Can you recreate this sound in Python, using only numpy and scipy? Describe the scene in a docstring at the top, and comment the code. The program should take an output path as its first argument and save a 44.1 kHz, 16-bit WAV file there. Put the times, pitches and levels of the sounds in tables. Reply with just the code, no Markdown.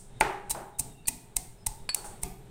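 """A stone pestle pounds green chillies in a stone mortar, about three and a half blows a second.
A hard-walled kitchen rumbles softly, still ringing from an earlier blow, with thin whistles far off.
The first blow lands stone on stone; the rest are cushioned, a wet crunch in the bowl and a low thud
through the floor. After the second the mortar rocks on its base. Later the pestle clips the bowl's wall,
faintly at first, then with a clear ring until the chillies damp it, and the mortar rocks again."""
import sys
import numpy as np
from scipy import signal
from scipy.fft import rfft, irfft, next_fast_len
from scipy.io import wavfile
from scipy.ndimage import map_coordinates

SR = 44100
rng = np.random.default_rng(int(sys.argv[2]) if len(sys.argv) > 2 else 0)


def dump_mix(stems):
    """Bounce the given channels to the path in sys.argv[1] as a 16-bit WAV at rate SR."""
    frames = np.atleast_2d(stems).T  # one column per channel
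    limited = np.clip(frames, -1, 1)  # hard clip at full scale
    pcm = np.round(limited * 32767).astype(np.int16)
    wavfile.write(sys.argv[1], SR, pcm)


N = 110250

# snapping chilli skins as the bowl colours them: (frequency [Hz], level [dB])
SKIN_EQ = [(1000, -72), (3400, -18.5), (6000, -7), (7200, -4.5), (8000, 1), (8750, 3.5), (9600, -3.5),
           (11000, -12.5), (13000, -19), (15500, -13.5)]


def amp(db):
    """Decibels to gain."""
    return 10 ** (np.asarray(db) / 20)


def along(points, hz):
    """Read a curve of (frequency, value) points on a log frequency axis."""
    freqs, values = np.transpose(points)
    return np.interp(np.log(hz + 1), np.log(freqs + 1), values)


def fade(t, t60):
    """Exponential decay, silent before time zero."""
    return (t >= 0) * np.exp(-np.log(1000) * np.maximum(t, 0) / t60)


def since(onset):
    """Seconds since the onset, for every sample."""
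    return np.arange(N) / SR - onset


def burst(x):
    """Scale a short sound to the energy of 10 ms at full level."""
    return x * np.sqrt(SR / 100 / (np.sum(x ** 2) + 1e-20))


def colour(x, eq, size=2048):
    """Minimum-phase EQ: nothing rings ahead of an attack."""
    gain = amp(along(eq, np.fft.rfftfreq(size, 1 / SR)))
    cepstrum = irfft(np.log(gain))
    cepstrum[1:size // 2] *= 2
    cepstrum[size // 2 + 1:] = 0
    return signal.oaconvolve(x, irfft(np.exp(rfft(cepstrum))))[:N]


def ring(t, modes):
    """Damped sines that start at time zero."""
    return sum(amp(db) * fade(t, t60) * np.sin(2 * np.pi * hz * t) for hz, db, t60 in modes)


def puff(t, t60, eq):
    """A short burst of coloured contact noise."""
    return burst(colour(rng.standard_normal(N) * fade(t, t60), eq))


def scattered(onset, eq):
    """A coloured click for the reverb send: a blow leaving in all directions, its detail averaged out."""
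    return burst(colour(np.sinc(since(onset) * SR), eq))


def room(x):
    """Kitchen reverb: a fresh diffuse tail dying at its own speed in each band, and standing waves."""
    # decay between the hard walls: (frequency [Hz], t60 [s])
    reverb_times = [(100, 0.84), (400, 0.61), (900, 0.57), (2000, 0.61), (5000, 0.43), (9000, 0.47),
                    (15000, 0.53)]
    # standing waves: (frequency [Hz], level [dB], t60 [s])
    room_modes = [(132.5, -53, 0.57), (385, -60.5, 0.8), (670, -112, 0.95), (818, -58.5, 1)]
    hz, t, bands = signal.stft(rng.standard_normal(SR), SR, nperseg=256)
    bands = bands * fade(t, along(reverb_times, hz)[:, None])
    tail = signal.istft(bands, SR, nperseg=256)[1]
    t = np.arange(len(tail)) / SR
    tail *= 1 - np.exp(-(t / 0.0034) ** 2)  # reflections take a few ms to come back from the walls
    response = tail / np.linalg.norm(tail) + ring(t, room_modes)
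    return signal.fftconvolve(x, response)[:N]


def ambience(level_db=-50.5, sway_db=2.5):
    """Low rumble and faint hiss of the house, gently wavering in level."""
    # room tone: (frequency [Hz], level [dB])
    house_eq = [(25, 6.5), (70, -10), (100, -5), (126, 1), (150, -8), (190, -3.5), (280, -20), (400, -9),
                (520, -19.5), (850, -18), (1100, -26.5), (2800, -32.5), (3800, -31), (4700, -39),
                (6500, -39), (8800, -31), (12000, -51), (15500, -47)]
    gain = amp(along(house_eq, np.fft.rfftfreq(N, 1 / SR)))
    noise = irfft(rfft(rng.standard_normal(N)) * gain, N)
    sway = map_coordinates(rng.standard_normal(size=24), [np.linspace(0, 23, N)])
    return amp(level_db + sway_db * sway) * noise / np.std(noise)


def earlier_crunch_tail(level_db=-52):
    """A dying hiss: the kitchen still rings from a blow just before the start."""
    hiss = colour(rng.standard_normal(N), SKIN_EQ)
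    return amp(level_db) * fade(since(0), t60=0.41) * hiss / np.std(hiss)


def whistles(half_width_hz=107):
    """Faint notes, perhaps a bird, that swell and fade, blurred by distance into narrow noise bands."""
    # far-off whistles: (time [s], length [s], pitch [Hz], level [dB])
    notes = [(0.086, 0.36, 3720, -67), (0.721, 0.07, 3740, -68), (0.848, 0.25, 3740, -70),
             (0.898, 0.22, 2740, -69.5), (1.571, 0.078, 5150, -69), (1.744, 0.23, 3770, -73)]
    out = np.zeros(N)
    for onset, length, hz, db in notes:
        band = np.exp(-((np.fft.rfftfreq(N, 1 / SR) - hz) / half_width_hz) ** 2)
        note = irfft(rfft(rng.standard_normal(N)) * band, N)
        swell = np.sin(np.pi * np.clip(since(onset) / length, 0, 1))
        out += amp(db) * swell * note / np.std(note)
    return out


def chilli_blows():
    """Skins snap ever harder as the pestle sinks in; pulp squelches, bowl air rings, the floor thuds."""
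    # blows on the chillies: (time [s], lead-in length [s], crunch [dB], rise [s], fall [s],
    # lead-in against the peak [dB], pulp [dB], bowl air [dB], thud [dB], floor boom send [dB])
    blows = [(0.211, 0.0079, -28.5, 0.0018, 0.00068, -15, -42, -45, -28, -40.5),
             (0.5114, 0.015, -25.5, 0.007, 0.0063, -14, -29, -31.5, -36, -48),
             (0.7962, 0.011, -24.5, 0.0021, 0.0049, -19.5, -32.5, -43, -30.5, -39),
             (1.0839, 0.012, -23, 0.0011, 0.0039, -10.5, -26.5, -35.5, -33.5, -41.5),
             (1.3674, 0.0073, -23, 0.0013, 0.0026, -28.5, -28.5, -37.5, -28, -43.5),
             (1.671, 0.0082, -25.5, .007, 0.0023, -9, -30, -30, -24, -46),
             (1.9467, 0.0074, -24.5, 0.00066, 0.0019, -40, -29, -42, -51, -61.5),
             (2.2347, 0.018, -30.5, 0.0016, 0.0016, -19, -36.5, -37, -25, -36)]
    # squashed pulp as the bowl colours it: (frequency [Hz], level [dB])
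    pulp_eq = [(150, -5), (500, -19.5), (900, -14), (1400, -21.5), (2100, -9.5), (2550, -3.5), (3250, -7.5),
               (3950, -1.5), (5500, -1), (9000, -6)]
    # the floor's boom: (frequency [Hz], level [dB])
    floor_eq = [(40, -22.5), (125, 8.5), (220, 5.5), (420, -3), (550, -30), (720, -1), (1100, -22),
                (3000, -24)]
    snaps_per_s, snap_spread_db, juice_db, give_way_s = 1800, 6, 5, 0.014
    bowl_hz, bowl_t60_s = 887, 0.048
    thud_hz, thud_t60_s = 42, 0.069
    crunch_send_db, bowl_send_db, thud_send_db, boom_direct_db = -14, -6.5, -7.5, -7
    out = np.zeros(N)
    for onset, lead, skin_db, rise, fall, lead_db, pulp_db, bowl_db, thud_db, boom_db in blows:
        t = since(onset)
        peak = np.exp(-np.abs(t) / np.where(t < 0, rise, fall))
        # the skins give way softly before the pestle stops
        lead_in = amp(lead_db) * np.exp(-np.abs(t) / give_way_s) * (t < 0)
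        pressure = (peak + lead_in) * (t > -lead)
        snapping = rng.random(N) < snaps_per_s / SR
        snaps = snapping * amp(snap_spread_db * rng.standard_normal(N)) * rng.choice([-1, 1], N)
        juice = amp(juice_db) * rng.standard_normal(N)
        grains = pressure * (snaps / np.std(snaps) + juice)
        bowl = ring(t + rise / 2, [(bowl_hz, bowl_db, bowl_t60_s)])
        thud = ring(t, [(thud_hz, thud_db, thud_t60_s)])
        boom = amp(boom_db) * puff(t, t60=0.031, eq=floor_eq)
        for db, eq in (skin_db, SKIN_EQ), (pulp_db, pulp_eq):
            out += amp(db) * burst(colour(grains, eq))
            out += amp(db + crunch_send_db) * room(scattered(onset, eq))
        out += bowl + thud + amp(boom_direct_db) * boom
        out += room(amp(bowl_send_db) * bowl + amp(thud_send_db) * thud + boom)
    return out


def stone_knock(crack_db=-5, send_db=-3.5):
    """Bare stone meets stone: a crack and the mortar's short ring up close, a duller boom off the walls."""
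    # the bare hit: (time [s], level [dB])
    hits = [(0.2103, -17)]
    # the mortar's ring: (frequency [Hz], level [dB], t60 [s])
    mortar_modes = [(400, -25, .06), (875, 2, .07), (1120, -15, .025), (1600, -10, .014), (2060, -3, .014),
                    (2480, -5, .012), (3250, -8, .008)]
    # contact crack: (frequency [Hz], level [dB])
    crack_eq = [(200, -22), (800, -8), (2000, 0), (2700, -2), (3400, -9), (5000, -16), (9000, -23),
                (15000, -33)]
    # what the mortar's outside sends to the walls: (frequency [Hz], level [dB])
    outside_eq = [(120, -28), (290, -15), (390, -3), (520, -13), (640, -8), (760, -6), (850, 1), (1020, -9),
                  (1700, -12), (2400, -16), (3300, -24), (5000, -29), (9000, -35), (15000, -46)]
    out = np.zeros(N)
    for onset, db in hits:
        t = since(onset)
        crack = amp(crack_db) * puff(t, t60=0.012, eq=crack_eq)
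        boom = amp(send_db) * room(scattered(onset, outside_eq))
        out += amp(db) * (ring(t, mortar_modes) + crack + boom)
    return out


def stone_presses(t60_s=0.044, send_db=-12.5):
    """The stone rings briefly, well damped, where the pestle presses it."""
    # notes of the pressed wall: (time [s], pitch [Hz], level [dB])
    notes = [(.509, 3970, -34), (1.083, 2490, -31), (1.084, 2000, -34), (1.367, 2120, -37),
             (1.667, 2000, -40), (2.233, 2150, -39)]
    direct = sum(ring(since(onset), [(hz, db, t60_s)]) for onset, hz, db in notes)
    return direct + amp(send_db) * room(direct)


def mortar_rocking(direct_db=-6.5):
    """The mortar settles on its base: dull, gritty clunks heard mostly by way of the walls."""
    # clunks: (time [s], clunk send [dB], grit send [dB])
    clunks = [(.5473, -33, -68), (0.573, -42.5, -71), (1.96, -40, -40), (2.0424, -41.5, -38.5)]
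    # tone of the base: (frequency [Hz], level [dB])
    base_eq = [(120, -22), (260, -15), (400, -6), (520, -11), (640, -5), (740, -5), (840, 0), (1020, -9),
               (1500, -13), (2200, -24), (5000, -37)]
    out = np.zeros(N)
    for onset, db, grit_db in clunks:
        out += amp(db + direct_db) * puff(since(onset), t60=0.029, eq=base_eq)
        out += room(amp(db) * scattered(onset, base_eq) + amp(grit_db) * scattered(onset, SKIN_EQ))
    return out


def pestle_clinks(tick_db=-7, send_db=-11):
    """The pestle clips the bowl's wall with a tick and rings like a bar until the chillies damp it."""
    # glancing hits: (time [s], level [dB], time until damped [s])
    clinks = [(1.0565, -50.5, 0.013), (1.891, -25, 0.13)]
    # the free pestle: (frequency [Hz], level [dB], t60 [s])
    pestle_modes = [(1745, -5, 0.019), (2466, -0.5, 0.021), (4448, -0.5, 0.16), (7350, -19, 0.058),
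                    (10400, -10.5, .05)]
    # contact tick: (frequency [Hz], level [dB])
    tick_eq = [(200, -16.5), (900, -4), (1750, -7), (2500, -5.5), (3300, -4.5), (4800, 7.5), (6200, -53),
               (8000, 5), (10500, -30), (13000, -30)]
    direct = np.zeros(N)
    for onset, db, free_s in clinks:
        t = since(onset)
        damping = fade(np.maximum(t - free_s, 0), t60=0.015)
        tick = amp(tick_db) * puff(t, t60=0.044, eq=tick_eq)
        direct += amp(db) * (ring(t, pestle_modes) * damping + tick)
    return direct + amp(send_db) * room(direct)


def scene():
    """The pounding and the background in one close mono mix."""
    pounding = chilli_blows() + stone_presses() + stone_knock() + mortar_rocking() + pestle_clinks()
    return (pounding + earlier_crunch_tail() + whistles() + ambience())[None]


def record(dry, cutoff_hz=15700):
    """A steep low-pass trims the very top."""
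    size = next_fast_len(N + SR // 2)
    gain = 1 / (1 + (np.fft.rfftfreq(size, 1 / SR) / cutoff_hz) ** 80)
    return irfft(rfft(dry, size) * gain, size)[:, :N]


dry = scene()
out = record(dry)
dump_mix(out)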